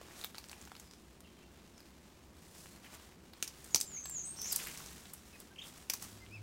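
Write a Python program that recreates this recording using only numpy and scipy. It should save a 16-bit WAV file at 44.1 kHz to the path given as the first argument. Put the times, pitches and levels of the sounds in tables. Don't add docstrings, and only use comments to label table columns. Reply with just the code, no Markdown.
import sys
import numpy as np
from scipy import signal
from scipy.fft import rfft, irfft, next_fast_len
from scipy.io import wavfile
from scipy.ndimage import map_coordinates

SR = 44100
rng = np.random.default_rng(int(sys.argv[2]) if len(sys.argv) > 2 else 0)


def unload_wav(signal):
    wavfile.write(
        sys.argv[1],
        SR,
        np.round(np.clip(np.atleast_2d(signal).T, -1, 1) * 32767).astype(np.int16),
    )


def to_linear_factor(level_db):
    exponent = np.asarray(level_db, float) / 20
    return 10 ** exponent


N = 283122


def unit(x):
    return x / np.sqrt(np.mean(x ** 2) + 1e-20)


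def along(points, hz):
    f, v = np.transpose(points)
    return np.interp(np.log(hz + 1), np.log(f + 1), v)


def curves(rows):
    s, *cols = np.transpose(rows)
    return [np.interp(np.arange(N) / SR, s, c) for c in cols]


def wobble(rate):
    return map_coordinates(rng.standard_normal(N // 20), [np.arange(N) * rate / SR])


def coloured(x, spectrum):
    m = next_fast_len(N + 8192)
    gain = to_linear_factor(along(spectrum, np.fft.rfftfreq(m, 1 / SR)))
    return unit(irfft(rfft(x, m) * gain, m)[:N])


def echo(x, decay):
    hz, t, z = signal.stft(rng.standard_normal(SR // 2), SR, nperseg=128)
    fade = to_linear_factor(-60 * t / along(decay, hz)[:, None])
    tail = signal.istft(z * fade, SR, nperseg=128)[1]
    return signal.fftconvolve(x, tail / np.linalg.norm(tail))[:N]


def crackle(rate, spread_db, life_s):
    chance, size = rng.random(N), rng.exponential(1, N)
    kicks = (chance < rate / SR) * to_linear_factor(spread_db * np.minimum(size, 3))
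    return unit(signal.lfilter([1], [1, -np.exp(-1 / (life_s * SR))], kicks))


# (t/s, body level/dB, fine hiss level/dB)
BRUSHING = [(0.0, -59, -78), (0.14, -58, -63.5), (0.195, -53.5, -53), (0.319, -64.5, -67),
            (0.52, -59.5, -66), (0.93, -64.5, -69.5), (1.164, -66.5, -78.5), (1.39, -64.5, -82),
            (1.884, -63.5, -73.5), (2.342, -65.5, -76.5), (2.4, -64.5, -67), (2.653, -61.5, -57.5),
            (2.807, -63, -72), (3.0, -58.5, -68), (3.225, -65.5, -79), (3.5, -59.5, -65),
            (3.72, -62, -60.5), (3.93, -61.5, -70), (4.319, -60.5, -64), (4.423, -57.5, -54.5),
            (4.56, -53.5, -46.5), (4.838, -56, -55), (5.198, -62.5, -65), (5.465, -60.5, -65),
            (5.532, -66.5, -76), (5.666, -59.5, -59.5), (5.85, -62, -65), (6.089, -60, -58),
            (6.42, -64, -83)]
# (t/s, body level/dB, fine hiss level/dB)
SPRIG_SWISHES = [(0.377, -59, -71.5), (2.853, -56, -64), (2.944, -57, -60), (6.035, -55, -51)]
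SWISH_S = 0.021
SHAKE_BODY_DB, SHAKE_HISS_DB, SHAKE_T60_S = -41, -21.5, 0.093


def stirring():
    t = np.arange(N) / SR
    power = to_linear_factor(np.array(curves(BRUSHING))) ** 2
    for s, *db in SPRIG_SWISHES:
        power = power + to_linear_factor(np.array(db))[:, None] ** 2 * np.exp(-((t - s) / SWISH_S) ** 2)
    hits = STEM_SNAPS + LEAF_SLAPS
    kicks = np.bincount([round(row[0] * SR) for row in hits], [to_linear_factor(2 * row[1]) for row in hits], N)
    shake = signal.lfilter([1], [1, -to_linear_factor(-120 / (SHAKE_T60_S * SR))], kicks)
    shake_gain = to_linear_factor(2 * np.array([[SHAKE_BODY_DB], [SHAKE_HISS_DB]]))
    return np.sqrt(power + shake_gain * shake)


# (f/Hz, relative level/dB)
BODY_SPECTRUM = [(200, 6.5), (500, 2.5), (1000, 3), (2500, 0.5), (4500, -2.5), (7000, -4.5), (12000, -12)]
# (f/Hz, relative level/dB)
HISS_SPECTRUM = [(2000, -16.5), (5000, -1), (8000, 1), (11000, -4), (15800, -7.5)]


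def leaves():
    body_gain, hiss_gain = stirring()
    shared, broad, fine = (crackle(rate=200, spread_db=3.5, life_s=0.0018) for _ in range(3))
    flutter_db = 1.18 * wobble(22)
    body_contacts = 1 + 0.22 * shared + 0.31 * broad
    hiss_contacts = 1 + 0.44 * shared + 0.074 * fine
    body = coloured(rng.standard_normal(N) * body_contacts, BODY_SPECTRUM)
    hiss = coloured(rng.standard_normal(N) * hiss_contacts, HISS_SPECTRUM)
    return body_gain * to_linear_factor(0.81 * flutter_db) * body + hiss_gain * to_linear_factor(flutter_db) * hiss


# (t/s, direct peak level/dB, ring f/Hz, thud gain/dB, fizz gain/dB)
STEM_SNAPS = [(0.015, -40, 2300, 29, -31), (0.213, -36, 3870, -21, -32), (0.239, -31.5, 3900, -12, -25),
              (0.2449, -23.5, 4000, 6, -1), (0.346, -37, 5030, 15, -21), (0.382, -30.5, 4730, 1, -9),
              (0.4409, -39, 5440, 3, -14.5), (0.4956, -37, 4940, -10, -14), (0.5144, -32.5, 8200, 3, -18),
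              (0.614, -40.5, 7400, -2, -24), (0.652, -42, 6000, -8.5, -17), (0.5301, -34.5, 2620, -4, -33),
              (0.6739, -39.5, 2570, 25, -8), (0.7177, -36, 1930, 14, -25), (0.752, -40, 4500, 1, -24),
              (0.765, -41.5, 4400, -9, -20), (0.7983, -32.5, 7340, -4.5, -20),
              (1.2051, -40, 9000, -2, -15.5), (1.804, -41.5, 4700, -1, -11), (2.6582, -42, 2720, -4, -18),
              (3.4257, -27.5, 2720, -40, -35), (3.4259, -18.5, 6050, -45, -17),
              (3.4315, -29, 5600, -29, -10), (3.6434, -37, 8440, -21, -16), (3.746, -9, 5060, -21, -48),
              (3.7587, -16, 6100, -13.5, -28), (3.8023, -24, 7860, -18, -23),
              (3.8116, -15.5, 6400, -32, -38), (4.0965, -30.5, 8600, -7, -8), (4.388, -41, 4300, 6, -25),
              (4.4165, -27, 6300, -14, -9), (4.5603, -16.5, 9700, -28, -10), (4.5621, -15, 6200, -27, -5),
              (4.6715, -25.5, 2280, -5, -6), (5.4017, -33.5, 6770, -10, 2)]
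LEAF_SLAPS = [(3.4762, -31.5, 5680, -17, -14), (3.333, -41.5, 4600, 2, -13), (4.055, -35, 4800, -4, -10),
              (4.5205, -26, 11000, -21, -6), (4.5247, -20.5, 8100, -18, -8), (4.802, -41, 910, -2, -19),
              (4.773, -35.5, 6200, -14, -14), (5.1343, -33.5, 8500, -10, -2), (5.898, -19, 5620, -13.5, -9),
              (5.9349, -21.5, 5900, -8.5, -8.5), (6.0232, -32, 6160, -6, -4)]
# (f/Hz, fade by 60 dB/s)
FOLIAGE_ECHO = [(300, 0.03), (2500, 0.2), (6500, 0.2), (14000, 0.15)]
SNAP_T60_S, SLAP_T60_S, SNAP_RISE_S, SLAP_RISE_S = 0.016, 0.023, 0.0004, 0.0015
CRACK_DB, CRACK_T60_S, BREAK_DB = 9, 0.0045, 18.5


def snaps():
    size = 4096
    out, t = np.zeros(N + size), np.arange(size) / SR
    f = np.fft.rfftfreq(size, 1 / SR)

    def band(hz, width):
        return 1j * f * width / (hz * hz - f * f + 1j * f * width)

    rows = [(True, SNAP_RISE_S, SNAP_T60_S, *row) for row in STEM_SNAPS]
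    rows += [(False, SLAP_RISE_S, SLAP_T60_S, *row) for row in LEAF_SLAPS]
    for is_snap, rise, t60, s, db, hz, thud_db, fizz_db in rows:
        envelope = to_linear_factor(-60 * t / t60)
        if is_snap:
            envelope = envelope + to_linear_factor(CRACK_DB - 60 * t / CRACK_T60_S)
        burst = rng.standard_normal(size) * envelope * (1 - np.exp(-t / rise))
        if is_snap:
            burst[round(rise * SR)] += to_linear_factor(BREAK_DB)
        ring = band(hz, 0.35 * hz) ** 1.49
        thud = to_linear_factor(thud_db) * band(1020, 950)
        fizz = to_linear_factor(fizz_db) * band(14200, 15000) ** 2
        snap = irfft(rfft(burst) * (ring - thud - fizz))
        out[round(s * SR):][:size] += to_linear_factor(db) * snap / np.abs(snap).max()
    direct = out[:N]
    return direct + to_linear_factor(-8.5) * echo(direct, FOLIAGE_ECHO)


# (t/s, peak level/dB, f/Hz)
BRANCH_JOLTS = [(0.014, -38.5, 506), (3.428, -41.5, 384), (3.747, -27.5, 390), (3.748, -35.5, 165)]


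def thumps():
    out, t = np.zeros(N), np.arange(2048) / SR
    for s, db, hz in BRANCH_JOLTS:
        swing = to_linear_factor(db - 60 * t * hz / 4.2) * np.sin(2 * np.pi * hz * t)
        out[round(s * SR):][:2048] += np.gradient(swing) * SR / (2 * np.pi * hz)
    return out


# (t/s, level/dB before the 8.5 dB lift in ticks(), f/Hz)
TWIG_CLICKS = [(0.11, -51, 1840), (0.354, -43, 4650), (0.4868, -42, 8000), (0.9115, -45, 5360),
               (0.9361, -45, 5700), (1.78, -46.5, 6200), (4.8618, -40, 6172), (5.0558, -45, 3500),
               (5.8995, -30.5, 2580), (6.264, -49, 3000)]
TICKS_PER_S, TICK_HZ, TICK_OCTAVES = 130, 4400, 0.8
TICK_CYCLES = 1.3
TICK_DB, TICK_SPREAD_DB = 10, 2
TICK_BODY_DB = -12


def ticks():
    start, size, pitch = rng.random(1000), rng.exponential(1, 1000), rng.standard_normal(1000)
    gaps_s = -np.log(start + 1e-9) / TICKS_PER_S
    at = (np.cumsum(gaps_s) * SR).astype(int)
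    hz = np.clip(TICK_HZ * 2 ** (TICK_OCTAVES * pitch), 800, 12000)
    body_db, hiss_db = curves(BRUSHING)
    around = np.hypot(to_linear_factor(body_db + TICK_BODY_DB), to_linear_factor(hiss_db))[np.minimum(at, N - 1)]
    strength = to_linear_factor(TICK_DB + TICK_SPREAD_DB * np.minimum(size, 2.2))
    gain = around * strength * np.sqrt(hz / TICK_HZ) * (at < N)
    s, db, ring = np.transpose(TWIG_CLICKS)
    at = np.append(at, (s * SR).astype(int))
    gain = np.append(gain, to_linear_factor(db + 8.5))[:, None]
    hz = np.append(hz, ring)[:, None]
    n = np.arange(512)
    grains = gain * np.sin(2 * np.pi * hz * n / SR) * np.exp(-hz * n / SR / TICK_CYCLES)
    places = np.minimum(at, N)[:, None] + n
    out = np.bincount(places.ravel(), grains.ravel(), N + 512)[:N]
    return out + to_linear_factor(-5.5) * echo(out, FOLIAGE_ECHO)


# (t/s, length/s, f/Hz, level/dB before its fade)
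STEM_SCRAPES = [(2.843, 0.05, 2100, -56.5), (4.587, 0.057, 2300, -50.5), (4.662, 0.064, 1940, -48)]


def scrapes():
    out, t = np.zeros(N), np.arange(N) / SR
    rub = rng.standard_normal(N) * (1 + crackle(rate=400, spread_db=4, life_s=0.0015))
    for s, long, hz, db in STEM_SCRAPES:
        u = (t - s) / long
        tone = coloured(rub, [(hz / 2, -30), (hz * 0.76, -3), (hz * 1.43, -3), (hz * 2, -24)])
        ends = np.clip(np.minimum(20 * u, 10 * (1 - u)), 0, 1)
        out += to_linear_factor(db - 9.6 * np.clip(u, 0, 1)) * ends * tone
    return out


def whistles(notes, overtone_db, rough_hz):
    out, tremble = np.zeros(N), rough_hz * wobble(420)
    for note in notes:
        s, hz, db = np.transpose(note)
        n = np.arange(int(s[0] * SR), min(int(s[-1] * SR), N))
        phase = 2 * np.pi * np.cumsum(np.interp(n / SR, s, hz) + tremble[n]) / SR
        tone = np.sin(phase) + to_linear_factor(overtone_db) * np.sin(2 * phase)
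        out[n] += np.sqrt(2) * to_linear_factor(np.interp(n / SR, s, db)) * tone
    return out


CHIRP_FADE_DB, CHIRP_ROUND = 16, 1.35


def bent(rows, hold):
    u = np.linspace(-1, 1, 21)
    bend = 1 - np.abs(u) ** CHIRP_ROUND
    notes = []
    for s, long, first, middle, last, db in rows:
        straight = (first + last + u * (last - first)) / 2
        hz = straight + bend * (middle - (first + last) / 2)
        level_db = db - CHIRP_FADE_DB * np.abs(u) ** hold
        notes.append(np.transpose([s + long * (u + 1) / 2, hz, level_db]))
    return notes


# (t/s, f/Hz, direct level/dB)
NEAR_SONG = [
    [(3.705, 6840, -64), (3.745, 6690, -56), (3.79, 6200, -67)],
    [(3.835, 7600, -81), (3.85, 7470, -58.5), (3.92, 6960, -56.5), (3.97, 6330, -44), (3.995, 6140, -60),
     (4.005, 6160, -75)],
    [(4.035, 7970, -64), (4.045, 7670, -51), (4.13, 7280, -51), (4.17, 6600, -42), (4.195, 6150, -49.5),
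     (4.205, 6140, -80)],
    [(4.24, 7750, -55), (4.255, 8100, -52), (4.29, 8358, -50), (4.325, 8660, -52), (4.34, 8700, -74)],
]
HOARSE_ENDING = [
    [(4.36, 5400, -66), (4.38, 5510, -53), (4.42, 5500, -52.5), (4.47, 6020, -55), (4.495, 5550, -57),
     (4.515, 5060, -46), (4.54, 4550, -68)],
    [(4.365, 6050, -60), (4.39, 6080, -52), (4.44, 6210, -46.5), (4.47, 6860, -50), (4.495, 7500, -50),
     (4.515, 7800, -60)],
]
# (t/s, length/s, first f/Hz, middle f/Hz, last f/Hz, direct peak level/dB)
FAR_CHIRPS = [(3.96, 0.028, 1900, 2300, 2750, -57), (5.325, 0.044, 2700, 2526, 2450, -58.5),
              (5.352, .014, 2400, 1870, 1500, -60), (5.50, 0.041, 1490, 1590, 1630, -63),
              (5.5585, 0.008, 3400, 2800, 2100, -54), (5.5795, 0.025, 2150, 3350, 2000, -46.5),
              (5.612, 0.018, 2450, 3750, 1800, -47.5), (5.636, 0.018, 2200, 3420, 2100, -52),
              (6.205, 0.052, 2090, 2070, 2030, -62), (6.306, 0.08, 2300, 2640, 2170, -52)]
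FAINT_CALLS = [(.84, .08, 5400, 4950, 4860, -71.5), (1.232, 0.04, 3250, 2740, 2800, -67.5),
               (1.27, 0.033, 3370, 3230, 2950, -75), (1.33, .135, 3130, 3120, 3150, -81),
               (1.395, 0.08, 2350, 2760, 2750, -73), (1.74, 0.079, 5540, 5160, 4950, -74),
               (2.62, 0.15, 4000, 4300, 4350, -73.5), (6.175, 0.05, 4900, 4850, 4780, -72)]
# (f/Hz, fade by 60 dB/s)
TRUNK_ECHO = [(2500, 0.19), (6500, 0.44), (12000, 0.011)]
TRUNK_S, TRUNK_DB = 0.0115, -8


def birds():
    near = whistles(NEAR_SONG, overtone_db=-39, rough_hz=69)
    near += whistles(HOARSE_ENDING, overtone_db=-45, rough_hz=150)
    chirps = whistles(bent(FAR_CHIRPS, hold=1.7), overtone_db=-16, rough_hz=12)
    faint = whistles(bent(FAINT_CALLS, hold=5.4), overtone_db=-36, rough_hz=60)
    bounce = to_linear_factor(TRUNK_DB) * np.roll(chirps, round(TRUNK_S * SR))
    far_echo = echo(to_linear_factor(-9) * chirps + to_linear_factor(-2.5) * faint, TRUNK_ECHO)
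    far = chirps + bounce + to_linear_factor(-3) * faint + far_echo
    return near + to_linear_factor(-0.5) * echo(near, TRUNK_ECHO) + far


# (t/s, f/Hz, level/dB before wavering)
FAR_DRONES = [
    [(3.4, 147, -74.5), (4.0, 147.3, -68.5), (4.8, 150.1, -64.5), (5.1, 154.5, -72), (5.4, 154, -99)],
    [(5.6, 90.8, -98), (5.9, 96.6, -67), (6.25, 103.7, -59.5), (6.42, 105, -49.5)],
]
# (f/Hz, relative level/dB)
RUMBLE_SPECTRUM = [(15, -70), (25, -49), (61, 2), (118, -11.5), (189, -3.5), (308, -10), (345, -7),
                   (447, -15), (1200, -24.5), (1560, -38), (2640, -120)]
RUMBLE_DB = -60.5


def distance():
    drift_db = 0.9 * wobble(4)
    rumble = to_linear_factor(RUMBLE_DB + drift_db) * coloured(rng.standard_normal(N), RUMBLE_SPECTRUM)
    waver = to_linear_factor(1.3 * wobble(13))
    return rumble + waver * whistles(FAR_DRONES, overtone_db=-29, rough_hz=0)


def scene():
    foliage = leaves() + ticks() + scrapes()
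    breaks = snaps() + thumps()
    return (foliage + breaks + birds() + distance())[None]


def band_limit(x):
    return signal.sosfilt(signal.butter(12, 16970, fs=SR, output="sos"), x)


# (f/Hz, gain/dB)
LOWPASS = [(15850, 0), (16000, -24)]


def record(dry):
    cut = to_linear_factor(along(LOWPASS, np.fft.rfftfreq(N, 1 / SR)))
    mix = irfft(rfft(dry) * cut, N)
    return band_limit(mix)


dry = scene()
out = record(dry)
unload_wav(out)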